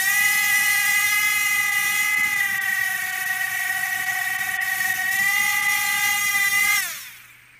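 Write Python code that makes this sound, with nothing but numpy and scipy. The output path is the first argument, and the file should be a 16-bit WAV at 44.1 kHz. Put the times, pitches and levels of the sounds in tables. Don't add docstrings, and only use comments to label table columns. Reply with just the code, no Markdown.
import sys
import numpy as np
from scipy import signal
from scipy.fft import rfft, irfft, next_fast_len
from scipy.io import wavfile

SR = 44100
rng = np.random.default_rng(int(sys.argv[2]) if len(sys.argv) > 2 else 0)


def to_wav(s):
    ch = np.atleast_2d(s).T
    pcm = np.round(np.clip(ch, -1, 1) * 32767)
    wavfile.write(sys.argv[1], SR, pcm.astype(np.int16))


N = 335050

CUT_S = 6.75
GEAR_RATIO = 7.6
LOOSE_POWER = 4


def amp(db):
    return 10 ** (np.asarray(db) / 20)


def unit(x):
    return x / np.sqrt(np.mean(x ** 2) + 1e-20)


def along(points, hz):
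    f, v = np.transpose(points)
    return np.interp(np.log(hz + 1), np.log(f + 1), v)


def clock():
    return np.arange(N) / SR


def curves(rows):
    s, *cols = np.transpose(rows)
    return [np.interp(clock(), s, c) for c in cols]


def wobble(rate):
    oversample = 4
    knots = rng.standard_normal(int(N * rate / SR) + 4)
    fine = signal.resample_poly(knots, oversample, 1)
    return np.interp(clock() * rate, np.arange(len(fine)) / oversample, fine)


def random_phase():
    return rng.uniform(0, 2 * np.pi)


def filtered(x, response):
    m = next_fast_len(N + SR // 2)
    return irfft(rfft(x, m) * response(np.fft.rfftfreq(m, 1 / SR)), m)[:N]


def noise(spectrum, bursts=1):
    return unit(filtered(bursts * rng.standard_normal(N), lambda hz: amp(along(spectrum, hz))))


def shaft(track, coasting, rocking, sway, hunting, swing=0.31):
    backlash, loose_backlash = .018, .06
    load = .03
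    lag, fall = coasting
    off = np.maximum(clock() - CUT_S, 0)
    coast = np.exp(-(off - lag * (1 - np.exp(-off / lag))) / fall)
    speed = (curves(track)[0] + hunting) * coast
    angle = 2 * np.pi * np.cumsum(speed) / SR

    loose = rocking ** LOOSE_POWER
    play = (backlash + loose_backlash * loose) * wobble(120)
    drag = load * np.sin(angle / GEAR_RATIO)
    rock = swing * loose * np.sin(sway + random_phase())
    return speed, coast, angle + play + drag + rock


def noise_dips():
    # centre t/s, half length/s, depth/dB
    dip_rows = [(1.71, .009, 9), (2.16, .009, 10), (2.225, .007, 9), (2.352, .008, 9), (2.598, .013, 24),
                (3.115, .008, 9), (3.25, .008, 10), (4.055, .008, 9), (4.377, .009, 12), (4.59, .02, 28),
                (4.935, .007, 9), (5.105, .007, 8), (5.18, .007, 9), (5.615, .007, 9), (5.68, .007, 10),
                (6.815, .007, 8)]
    return amp(-sum(db * np.exp(-np.abs((clock() - s) / half) ** 4) for s, half, db in dip_rows))


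def background(hum_hz=120, hum_db=-65, ring_hz=8500, ring_db=-67, air_db=-62):
    # f/Hz, relative level/dB
    room = [(20, 15), (60, 16), (250, 13), (600, 4), (1000, 6), (4000, 5), (11000, -10), (15000, -23)]
    hum = amp(hum_db) * unit(np.sin(2 * np.pi * hum_hz * clock()))
    ring = amp(ring_db) * unit(wobble(270) * np.sin(2 * np.pi * ring_hz * clock()))
    return hum + ring + amp(air_db) * noise(room)


def wash(motors, rocking, dips, legs_db=-55, churn_db=2.5, unbalance_db=-65, power=4):
    # f/Hz, relative level/dB
    churn_spectrum = [(20, -25), (40, -21), (65, -1.5), (130, -1), (200, 4), (300, -4.5), (400, -4),
                      (480, -24.5), (600, -24.5), (1000, -9), (3000, -28)]
    # t/s, level/dB
    churn_level = [(0, -50), (1, -52.5), (2.3, -48), (3.2, -58), (4.3, -54.5), (5.3, -49), (6.75, -51.5)]
    # f/Hz, relative level/dB
    legs_spectrum = [(20, -26), (60, -8), (130, 5), (165, -2), (230, -34), (400, -4), (560, -31),
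                     (1500, -50)]
    unbalance = sum(np.sin(angle) for _, _, angle in motors)
    churn = amp(curves(churn_level)[0]) * noise(churn_spectrum)
    legs = amp(legs_db) * rocking * noise(legs_spectrum)
    rumble = amp(churn_db * wobble(28)) * dips * (churn + legs)
    coast = motors[0][1]
    return coast ** power * (rumble + amp(unbalance_db) * unbalance)


def whirr(motor, orders=(10, 14, 21)):
    level_db, resonance_hz, half_width_hz = -44, 2250, 180
    speed, coast, angle = motor
    tones = np.zeros(N)
    for order in orders:
        resonance = 1 / (1 + ((order * speed - resonance_hz) / half_width_hz) ** 2)
        tones += resonance * np.sin(order * angle + .7 * wobble(100))
    return amp(level_db + 2 * wobble(30)) * np.sqrt(coast) * tones


def flickering(x):
    edges = [0, 3000, 5000, 7000, 9000, 11500, 22000]
    depths = [1.3, 3, 2.6, 2.4, 2, .3]
    out = np.zeros(N)
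    for lo, hi, db in zip(edges, edges[1:], depths):
        band = filtered(x, lambda hz: (hz >= lo) & (hz < hi))
        out += amp(db * wobble(100)) * band
    return unit(out)


def buzz(motor, rocking, spectrum, odd_db, mesh_db, free_mesh_db, soften_db, count):
    flutter_db, drift_db = 3, 1.7
    scatter, loose_scatter = .018, .15
    hop = 256
    speed, coast, angle = motor
    slowing = 1 - coast[::hop]
    out = np.zeros(N)
    for order in range(6, 6 + count):
        hz = order * speed[::hop]
        off_resonance = np.clip(np.abs(np.log(hz / 2200)) - .08, 0, .8)
        softening_db = soften_db * slowing ** 2 * off_resonance
        if order % 7 == 0:
            accent_db = mesh_db + free_mesh_db * slowing
        else:
            accent_db = odd_db * (order % 2)
        line_db = np.repeat(along(spectrum, hz) - softening_db + accent_db, hop)[:N]
        size = amp(line_db + flutter_db * wobble(48) + drift_db * wobble(11))
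        timing = (scatter + loose_scatter * rocking ** LOOSE_POWER) * order * wobble(130)
        out += size * np.sin(order * angle + timing + random_phase())
    return unit(out)


def gears(motors, rocking, lean_db, dips):
    # f/Hz, relative level/dB
    shell_spectrum = [(300, -80), (700, -46), (1200, -32), (1750, -17), (2200, 10.5), (2500, 6), (2870, 2),
                      (3080, 1), (3350, -7), (3600, 8), (4000, -61), (4500, -53), (7000, -66)]
    # f/Hz, relative level/dB
    teeth_spectrum = [(2800, 3), (3350, 3.5), (3620, 8), (3950, -2.5), (4250, 3), (4650, -1.5), (5050, 0.5),
                      (5450, 9), (5850, 6), (6700, 6.5), (7500, 0.5), (8400, 0.5), (10000, 4), (11500, 1),
                      (15000, -3)]
    # f/Hz, relative level/dB
    far_teeth_spectrum = [(2800, 1), (3200, 1), (3600, 8), (4000, -4.5), (4400, 8), (4800, -9),
                          (5200, -1.5), (5600, -0.5), (6400, 2.5), (7300, 1), (8000, -15)]
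    # f/Hz, relative level/dB
    rasp_spectrum = [(300, -80), (600, -24.5), (1020, -15), (1400, -7), (1800, -4), (2250, -0.5),
                     (2700, -7.5), (3080, -17), (3600, -40), (4500, -32), (7000, -47)]
    # f/Hz, relative level/dB
    hiss_spectrum = [(2000, -39), (3080, -7), (3450, -2.5), (3950, -8), (4700, -8.5), (5400, -5.5),
                     (6300, .5), (7200, -2.5), (8100, -3), (9500, .5), (10600, -.5), (12000, 2),
                     (14000, 1.8), (15300, 1.8)]
    # t/s, relative level/dB
    hiss_level = [(0, -29.5), (1.03, -30.5), (1.5, -32), (1.66, -35), (1.78, -33), (2.02, -32.5),
                  (2.14, -36), (3.3, -36), (4.65, -36.5), (4.88, -32), (5.07, -37.5), (5.13, -31.5),
                  (5.24, -34), (5.53, -32.3), (5.64, -35), (5.74, -31), (5.97, -33.5), (6.04, -30.5),
                  (6.22, -32), (6.55, -32), (6.76, -29.3)]
    # t/s, relative level/dB
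    meshing = [(0, -0.5), (.15, -1), (1.3, 0), (2.02, 1), (2.12, -1), (2.36, 0), (2.5, -4.5), (5.05, -4),
               (5.35, -1), (6.75, -0.5)]
    buzz_db, rasp_over_buzz_db, freewheel_db = -34, -8, -18
    hiss_db, teeth_over_hiss_db = 3.5, 1.3
    far_shell_db, far_teeth_db, rocked_buzz_db = -2, -3, -6
    buzz_power, rasp_power, hiss_power = 4, 1.6, 3.55
    spin_up_s = 0.08
    eccentric_db = .8

    a, b = motors
    _, coast, angle = a
    _, coast_b, angle_b = b
    steady = amp(rocked_buzz_db * rocking)
    press_a = amp(eccentric_db * np.sin(angle / GEAR_RATIO))
    press_b = amp(eccentric_db * np.sin(angle_b / GEAR_RATIO))
    near_a = amp(0.8 * lean_db * coast)
    near_b = amp(-lean_db * coast / 2) * (coast_b / coast) ** 3
    bursts = np.exp(0.42 * np.cos(2 * angle)) * amp(wobble(2500))

    shell_a = buzz(a, rocking, shell_spectrum, odd_db=-5, mesh_db=1, free_mesh_db=-3, soften_db=300, count=18)
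    shell_b = buzz(b, rocking, shell_spectrum, odd_db=0, mesh_db=-2, free_mesh_db=-6, soften_db=300, count=12)
    teeth_a = buzz(a, rocking, teeth_spectrum, odd_db=-14, mesh_db=0, free_mesh_db=2, soften_db=75, count=25)
    teeth_b = buzz(b, rocking, far_teeth_spectrum, odd_db=-8.5, mesh_db=2.5, free_mesh_db=-15,
                   soften_db=62, count=14)
    spin_up = 1 - np.exp(-clock() / spin_up_s)
    shell_pair = near_a * press_a * shell_a + amp(far_shell_db) * near_b * press_b * shell_b
    teeth_pair = press_a * teeth_a + amp(far_teeth_db) * near_b * press_b * teeth_b
    shell_buzz = amp(buzz_db) * coast ** buzz_power * steady * spin_up * shell_pair
    tooth_buzz = steady * amp(curves(meshing)[0]) * teeth_pair

    scraping = coast ** rasp_power + amp(freewheel_db)
    rasp = amp(buzz_db + rasp_over_buzz_db) * scraping * dips * flickering(noise(rasp_spectrum, bursts))
    teeth = amp(teeth_over_hiss_db) * np.sqrt(dips) * tooth_buzz / coast
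    hiss = dips * flickering(noise(hiss_spectrum, bursts))
    bright_gain = amp(hiss_db + curves(hiss_level)[0]) * coast ** hiss_power
    return shell_buzz + rasp + bright_gain * (teeth + hiss)


def whine(motors, rocking, lean_db, sway, rock=.06, swell_db=1.32, radiate_hz=660):
    # t/s, relative level/dB
    low_tone = [(0.0, -40), (0.96, -40), (1.13, -45), (1.54, -44.5), (1.69, -40), (2.1, -44), (4.32, -36),
                (4.66, -39.5), (5.04, -35.5), (5.08, -40), (5.56, -35.5), (6.17, -36), (6.26, -52),
                (6.35, -34.5), (6.39, -42.5), (6.75, -40)]
    # t/s, relative level/dB
    third_tone = [(0.0, -50), (0.09, -39), (0.96, -38.5), (1.0, -33), (1.09, -43), (1.14, -33), (1.16, -36),
                  (2.16, -37.5), (2.69, -45), (4.87, -44), (4.96, -49.5), (5.41, -36), (6.47, -37),
                  (6.75, -32.5)]
    # t/s, relative level/dB
    mid_tone = [(0.0, -37.5), (0.32, -35), (1.2, -31.5), (1.58, -40.5), (1.75, -36.5), (5.04, -41),
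                (5.11, -51), (5.13, -46), (5.62, -39.5), (5.64, -43.5), (6.07, -33.5), (6.13, -44),
                (6.19, -34), (6.22, -44), (6.47, -35), (6.6, -51), (6.69, -29), (6.75, -32)]
    # t/s, relative level/dB
    main_tone = [(0.0, -20), (0.05, -28), (0.07, -20.5), (2.25, -23), (3.4, -28.5), (3.42, -22),
                 (3.44, -26.5), (4.02, -27), (4.72, -25), (4.77, -30.5), (4.81, -22.5), (4.98, -27.5),
                 (5.19, -21), (6.02, -24.5), (6.05, -21), (6.22, -25.5), (6.39, -21), (6.75, -21.5)]
    blurs = (2.2, 1.4, 1, .6)
    # trim/dB, motor A over B/dB, change at full rocking/dB, share of the lean,
    # power of speed while coasting
    shaft_tones = [(0.5, 4.5, 1.5, -0.89, 4.2), (0.5, -0.5, -1, 0.65, 12.5), (0.2, 1.5, -2, 1.6, 6.4),
                   (-0.18, -8.5, 0, -0.5, 9.3)]
    steady_waver, loose_waver, coast_waver = .1, .17, 2.2
    steady_shake, loose_shake = .018, .044
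    tap, rebound = .042, .024

    def throb(count):
        return np.sin(count * sway + random_phase())

    loose = rocking ** LOOSE_POWER
    out = np.zeros(N)
    levels = (low_tone, third_tone, mid_tone, main_tone)
    for order, (level, blur, tone) in enumerate(zip(levels, blurs, shaft_tones), 2):
        trim_db, balance_db, rocked_db, leaning, fall = tone
        db = curves(level)[0] + trim_db + rocked_db * rocking
        ratio = amp(balance_db + leaning * lean_db)
        balance = np.sqrt(2 / (1 + ratio ** 2))
        for (_, coast, angle), share in zip(motors, (ratio, 1)):
            taps = order * loose * (rock * throb(1) + tap * throb(2) + rebound * throb(4))
            shaking = (steady_shake + loose_shake * loose) * order * wobble(190)
            size = amp(db + swell_db * wobble(38)) * share * balance * coast ** fall
            blur_depth = blur * (steady_waver + loose_waver * loose) + coast_waver * (1 - coast) ** 2
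            waver = blur_depth * wobble(45)
            out += size * (1 + shaking + taps) * np.sin(order * angle + waver + random_phase())
    return filtered(out, lambda hz: 1 - 1 / (1 + (hz / radiate_hz) ** 10))


def scene():
    # t/s, f/Hz
    motor_a = [(0, 362), (.05, 392), (.15, 415), (.4, 421), (.52, 415.5), (.68, 420), (.8, 412), (1.3, 422),
               (1.55, 415.5), (1.85, 414), (2, 421), (2.22, 424), (2.35, 415), (2.5, 398), (3, 372),
               (5.05, 372), (5.38, 413), (5.67, 416), (6.1, 414), (6.42, 402), (6.75, 403)]
    # t/s, f/Hz
    motor_b = [(0, 379), (.06, 382), (.14, 393), (.25, 401), (.45, 402), (.57, 397), (.7, 402), (.85, 397),
               (1.17, 411), (1.42, 409), (1.6, 403), (1.85, 399.5), (2, 406.5), (2.27, 407), (2.55, 385),
               (3, 381), (4.6, 384), (5.05, 377), (5.39, 403), (5.5, 398), (5.64, 402), (5.88, 398.5),
               (6.25, 406), (6.42, 398), (6.55, 401), (6.72, 418), (6.75, 416)]
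    # t/s, rocking/0-1, lean towards motor A/dB
    stance = [(0, 0.74, 9.5), (1, 0.65, 6), (2.2, 0.79, 5), (2.7, 1, -2), (4.95, 1, 0.5), (5.3, 0.82, -4.5),
              (6.2, 0.73, -1.5), (6.75, 0.78, 0)]
    # t/s, depth/Hz
    hunting_depth = [(0, 1.5), (.5, 5), (1.05, 5.5), (1.25, .5), (1.42, 3), (1.65, .5), (6.75, .3)]
    rock_hz, hunt_hz = 22.1, 12.8
    rocking, lean_db = curves(stance)
    sway = 2 * np.pi * np.cumsum(rock_hz + 1.1 * wobble(12)) / SR
    hunting = curves(hunting_depth)[0] * np.sin(2 * np.pi * hunt_hz * clock() + wobble(2.37) / 2)
    a = shaft(motor_a, (0.042, .58), rocking, sway, hunting / 2)
    b = shaft(motor_b, (0.028, 0.48), rocking, sway, hunting)
    motors = [a, b]
    dips = noise_dips()
    mix = background() + wash(motors, rocking, dips) + whirr(a)
    mix += gears(motors, rocking, lean_db, dips)
    mix += whine(motors, rocking, lean_db, sway)
    return mix[None]


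def record(dry, top_hz=15400):
    return filtered(dry[0], lambda hz: hz < top_hz)[None]


dry = scene()
out = record(dry)
to_wav(out)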